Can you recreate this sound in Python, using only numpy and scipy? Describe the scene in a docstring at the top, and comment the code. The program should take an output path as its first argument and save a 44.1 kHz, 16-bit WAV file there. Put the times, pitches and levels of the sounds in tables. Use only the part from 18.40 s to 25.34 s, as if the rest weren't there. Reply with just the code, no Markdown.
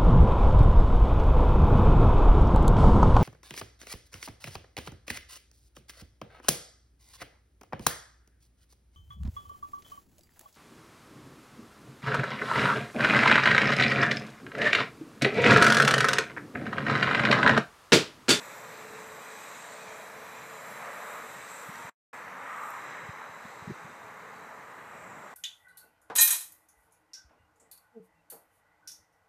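"""A quiet, wet residential street, heard through one hand-held microphone.
From the start, far tyres roar over the town's rumble, gusts hiss in the trees and far motors whine.
A deep hum swells at 0.5 s; distant cars pass from about 2.5 to 5 s. From 3 s the microphone takes soft
bumps, joined by three small ticks, and the breeze starts to die down. At 3.5 s the sound cuts out
briefly. The bumps are strongest near 5.3 s; traffic, a faint whine and weak gusts remain."""
import sys
import numpy as np
from scipy import signal
from scipy.fft import rfft, irfft, next_fast_len
from scipy.io import wavfile
from scipy.ndimage import uniform_filter1d, map_coordinates

SR = 44100
rng = np.random.default_rng(int(sys.argv[2]) if len(sys.argv) > 2 else 0)


def output_pcm(signal):
    """Save a mono or channel-first signal as 16-bit PCM at the path in sys.argv[1].

    Samples are clipped to [-1, 1] before scaling.
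    """
    pcm = np.clip(np.atleast_2d(signal).T, -1, 1) * 32767
    wavfile.write(sys.argv[1], SR, np.round(pcm).astype(np.int16))


N = 306054
TIME_S = np.arange(N) / SR


def amp(db):
    """dB to gain."""
    return 10 ** (np.asarray(db) / 20)


def unit_rms(x):
    """Scale to rms 1."""
    return x / np.sqrt(np.mean(x ** 2) + 1e-20)


def wobble(rate_hz):
    """Smooth random curve, rate_hz knots a second."""
    return map_coordinates(rng.standard_normal(400), [TIME_S * rate_hz + 2], mode="mirror")


def swell(t_s, half_s):
    """Gaussian envelope, 1 at t_s."""
    return np.exp(-((TIME_S - t_s) / half_s) ** 2)


def filtered(x, response):
    """Apply a gain given as a function of f/Hz."""
    size = next_fast_len(N + 8192)
    return irfft(rfft(x, size) * response(np.fft.rfftfreq(size, 1 / SR)), size)[:N]


def rush(spectrum, patchy_db):
    """Noise with narrow, drifting patches of gain, shaped by a spectrum; rms 1."""
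    bins = signal.stft(rng.standard_normal(N), nperseg=1024)[2]
    patches = uniform_filter1d(rng.standard_normal(bins.shape), size=3, axis=0)
    patches = uniform_filter1d(patches, size=24, axis=1)
    noise = signal.istft(bins * amp(patchy_db * unit_rms(patches)), nperseg=1024)[1][:N]
    knots_hz, knots_db = np.transpose(spectrum)

    def response(hz):
        return amp(np.interp(np.log(hz + 1), np.log(knots_hz), knots_db, left=-120, right=-120))
    return unit_rms(filtered(noise, response))


def noise_band(centre_hz, half_hz):
    """Noise in one resonance; rms 1."""
    return unit_rms(filtered(rng.standard_normal(N), lambda hz: 1 / (1 + ((hz - centre_hz) / half_hz) ** 2)))


# Road noise, tyre roar and wet sizzle spectra: f/Hz, relative level/dB
ROAD_SPECTRUM = [(250, -40), (390, -17.5), (450, -3.5), (580, -0.5), (720, -3), (850, -17), (1200, -29.5)]
ROAR_SPECTRUM = [(500, -41), (700, -11.5), (830, -1.5), (1020, -.5), (1200, -1.5), (1420, -3.5), (1650, -8),
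                 (2300, -38.5)]
SIZZLE_SPECTRUM = [(1100, -33), (1400, -10), (1600, -1), (1900, 0.5), (2150, -3), (2450, -11),
                   (2750, -14.5), (3200, -20.5), (4500, -52)]
# Far cars: nearest t/s, half-width/s, road level/dB, roar level/dB, sizzle level/dB
CAR_PASSES = [(2.48, 0.19, -52, -46.5, -48), (2.732, 0.13, -53, -44.5, -50.5),
              (3.554, 0.5, -62.5, -49.5, -50), (4.097, 0.12, -64, -49.5, -47),
              (4.226, 0.16, -56, -40, -54.5), (4.544, 0.17, -71.5, -50.5, -46.2),
              (4.817, 0.072, -75, -47, -52.5)]


def traffic():
    """Tyres on wet roads: cars swell over a steady wash; a louder roar gathers into a hollow note."""
    wash_db = [-52.5 - 0.58 * TIME_S, -49 - 0.017 * TIME_S, -52 - 0.24 * TIME_S]  # road, roar, sizzle
    power = amp(wash_db) ** 2
    falloff = 1.57  # with distance behind the houses
    for t_s, half_s, *levels_db in CAR_PASSES:
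        power += amp(levels_db)[:, None] ** 2 / (1 + ((TIME_S - t_s) / half_s) ** 2) ** falloff
    road_gain, roar_gain, sizzle_gain = np.sqrt(power)
    note_share = np.clip(0.05 * (20 * np.log10(roar_gain) + 49), 0.02, 0.7)
    roar = np.sqrt(1 - note_share) * rush(ROAR_SPECTRUM, patchy_db=0)
    note = np.sqrt(note_share) * noise_band(1225, half_hz=97)
    road = amp(0.6 * wobble(10)) * rush(ROAD_SPECTRUM, patchy_db=1.5)
    sizzle = rush(SIZZLE_SPECTRUM, patchy_db=0.23)
    return road_gain * road + roar_gain * (roar + note) + sizzle_gain * sizzle


# Town rumble spectrum: f/Hz, relative level/dB
RUMBLE_SPECTRUM = [(22, -41), (35, -28.5), (50, -21.5), (75, -12), (110, -3), (145, -1), (205, 1.5),
                   (290, -1), (380, -3), (480, -4), (800, -40.5)]
# Rumble swells: t/s, half-width/s, lift/dB
RUMBLE_LIFTS = [(.6, 0.49, 2.4), (4.52, 0.13, 1.6), (6.72, 0.13, 4.5)]


def town_rumble():
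    """The town's low, slightly lumpy drone."""
    level_db = -59.5 + sum(db * swell(t_s, half_s) for t_s, half_s, db in RUMBLE_LIFTS)
    return amp(level_db + 0.66 * wobble(12)) * rush(RUMBLE_SPECTRUM, patchy_db=1.45)


# Gusts and lulls: t/s, half-width/s, lift/dB, brightness (0 rustle, 0.5 hiss, 1 fizz)
BREEZE_GUSTS = [(.05, 0.16, 4.5, 0.8), (.15, 0.3, 1, 0.32), (1.1, 0.27, 5.5, 0.4), (1.3, .16, -3, 0.9),
                (1.58, 0.077, 1.5, 0.68), (1.85, .2, -1.5, 0.35), (2.33, .12, 7.5, 1.3),
                (2.72, 0.2, 5.5, 0.75), (2.98, 0.093, 3, 0.39), (3.155, 0.085, 8.5, 0.52),
                (3.22, .08, -0.5, 0), (3.26, .06, 3, 0.83), (3.37, .05, 1.5, 0.15), (3.42, 0.091, 2, 1),
                (3.9, 0.1, -5, 0.47), (4.26, 0.12, 10.5, 0.83), (4.5, 0.2, 5, 0.21), (5.1, 0.099, 3, 0.92),
                (5.22, 0.25, 3, 0.078), (6.35, .16, -2, 0.38), (6.6, 0.08, 4, 0.41), (6.8, 0.15, 4, 0.42)]


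def gust_gain(base_db, drop_db, brightness):
    """Gain of one breeze band: gusts of like brightness lift it; it sinks as the air calms."""
    calm_start_s, calm_tau_s, spread = 3.27, 1, 0.36
    calm = 1 - np.exp(-np.maximum(TIME_S - calm_start_s, 0) / calm_tau_s)
    lift_db = sum(db * swell(t_s, half_s) * np.exp(-((gust_brightness - brightness) / spread) ** 2)
                  for t_s, half_s, db, gust_brightness in BREEZE_GUSTS)
    return amp(base_db - drop_db * calm + lift_db + 0.5 * wobble(12))


# Breeze band spectra: f/Hz, relative level/dB
RUSTLE_SPECTRUM = [(1700, -7), (2400, 9.5), (2900, -3), (3250, -1.5), (3800, 1), (4300, -4), (4750, -6),
                   (5400, -6.5), (5700, -2), (6300, -4.5), (6800, -4.5), (8500, -40.5)]
HISS_SPECTRUM = [(5200, -37), (6000, -19.5), (6600, -5), (7200, -0.5), (7600, 5.5), (7900, -3),
                 (8200, -0.5), (8900, -9.5), (9500, -16), (11000, -37)]
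FIZZ_SPECTRUM = [(8000, -23), (9000, 1), (9600, -10), (10300, -2.5), (11100, 0.5), (12400, 0.5), (13400, 0),
                 (14600, -6), (15300, -6)]
# Thin whistles: f/Hz, half-width/Hz, base level/dB re rustle
WHISTLE_BANDS = [(3930, 150, -11), (5070, 52, -20), (6120, 110, -17)]
# Whistle swells and dips: t/s, half-width/s, lift/dB
WHISTLE_LIFTS = [(3.92, 0.18, -10), (4.85, 0.41, 5), (5.35, 0.18, 1), (6.05, 0.13, 3), (6.58, .22, -10)]


def breeze():
    """Air moving through trees: dull rustle with thin whistles, hiss, fine fizz."""
    whistles = sum(amp(db) * noise_band(hz, half_hz) for hz, half_hz, db in WHISTLE_BANDS)
    whistles *= amp(sum(db * swell(t_s, half_s) for t_s, half_s, db in WHISTLE_LIFTS))
    rustle = gust_gain(base_db=-55.5, drop_db=8.9, brightness=0)
    rustle *= rush(RUSTLE_SPECTRUM, patchy_db=2.5) + whistles
    hiss = gust_gain(base_db=-60, drop_db=9.4, brightness=0.51)
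    hiss *= rush(HISS_SPECTRUM, patchy_db=4.5) + amp(-7) * noise_band(7700, half_hz=190)
    fizz = gust_gain(base_db=-63, drop_db=11.9, brightness=1)
    fizz *= rush(FIZZ_SPECTRUM, patchy_db=2.9)
    return rustle + hiss + fizz


def mic_hiss():
    """The microphone's own steady white noise."""
    return amp(-70) * rng.standard_normal(N)


# Far motors: start t/s, end t/s, start f/Hz, glide/(Hz/s), base level/dB
MOTOR_WHINES = [(0.037, 1.12, 429, 11.5, -59), (1.3, 2.197, 435, 8.5, -57.5), (2.245, 3.3, 435.3, 8, -60.5),
                (3.286, 3.651, 924, 26, -52.5), (3.95, 6.94, 426.6, -3.5, -65.5)]


def motor_whines():
    """Thin gliding tones that waver as the air carries them; the first motor briefly pulls harder."""
    waver_hz, waver_db, rev_db = 3.87, 2.3, 5.4
    whines = np.zeros(N)
    for start_s, end_s, start_hz, glide_hz_per_s, db in MOTOR_WHINES:
        progress = np.clip((TIME_S - start_s) / (end_s - start_s), 0, 1)
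        flat_arch = np.abs(np.sin(np.pi * progress)) ** 0.3
        pitch_hz = start_hz + glide_hz_per_s * (TIME_S - start_s) + waver_hz * wobble(30)
        tone = np.sqrt(2) * np.sin(2 * np.pi * np.cumsum(pitch_hz) / SR)
        whines += flat_arch * amp(db + waver_db * wobble(12)) * tone
    return whines * amp(rev_db * swell(t_s=0.65, half_s=0.19))


def engine_hum():
    """A brief, rough, deep hum under the first whine."""
    return amp(-64.5) * swell(t_s=0.5, half_s=0.2) * noise_band(199, half_hz=9)


# Handling bumps: t/s, level/dB, f/Hz, half-width/s
MIC_BUMPS = [(3.0, -52, 130, .007), (3.294, -39.5, 168, 0.0042), (3.3, -44, 214, .004),
             (3.453, -44.5, 151, 0.0058), (4.64, -48.5, 135, .007), (4.696, -35.5, 159, 0.0051),
             (4.9, -50, 135, 0.0051), (5.056, -40, 183, 0.005), (5.172, -57, 145, .006),
             (5.227, -43, 157, .005), (5.28, -32, 158, 0.005), (5.302, -31, 207, 0.0062),
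             (5.308, -34, 354, 0.0053), (5.318, -32.5, 140, 0.0066), (5.454, -46, 136, 0.0075),
             (5.646, -53.5, 115, 0.0098)]


def mic_bumps():
    """Soft pushes on the microphone: each a rough low thud over a slower shove of air."""
    shove_hz, shove_db, low_cut_hz = 98, -17, 48
    rough_cycles = 0.068 * wobble(170)
    bumps = np.zeros(N)
    for t_s, db, hz, half_s in MIC_BUMPS:
        offset_s = TIME_S - t_s
        thud = swell(t_s, half_s) * np.cos(2 * np.pi * (hz * offset_s + rough_cycles + rng.random()))
        shove = swell(t_s, half_s=0.012) * np.sin(2 * np.pi * shove_hz * offset_s)
        bumps += amp(db) * (thud + amp(shove_db) * shove)
    return filtered(bumps, lambda hz: hz ** 4 / (hz ** 4 + low_cut_hz ** 4))


# Ticks near the microphone: t/s, level/dB before trim, centre f/Hz
NEAR_TICKS = [(3.357, -42, 4820), (4.305, -41, 13000), (4.441, -50.5, 11500)]


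def ticks():
    """Tiny bright snaps, over in a millisecond or two."""
    tau_s, trim_db = 0.0007, -1
    return sum(amp(db + trim_db) * np.exp(-np.abs(TIME_S - t_s) / tau_s) * noise_band(hz, half_hz=2600)
               for t_s, db, hz in NEAR_TICKS)


def dropout_gain():
    """The sound cuts out briefly, leaving a faint tail."""
    stop_s, resume_s, ramp_s, tail_t60_s = 3.497, 3.731, 0.003, 0.07
    gate = np.clip(np.maximum(stop_s - TIME_S, TIME_S - resume_s) / ramp_s + 0.5, 0, 1)
    tail = amp(-17 - 60 * np.abs(TIME_S - stop_s) / tail_t60_s)
    return np.maximum(gate, tail)


def scene():
    """One microphone feeds both channels."""
    street = traffic() + town_rumble() + motor_whines() + engine_hum() + breeze()
    mono = street + mic_bumps() + ticks() + mic_hiss()
    return np.array([mono, mono])


def record(dry):
    """Dropout, then a brick-wall low-pass."""
    cutoff_hz = 15330
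    return np.array([filtered(channel * dropout_gain(), lambda hz: hz < cutoff_hz) for channel in dry])


dry = scene()
out = record(dry)
output_pcm(out)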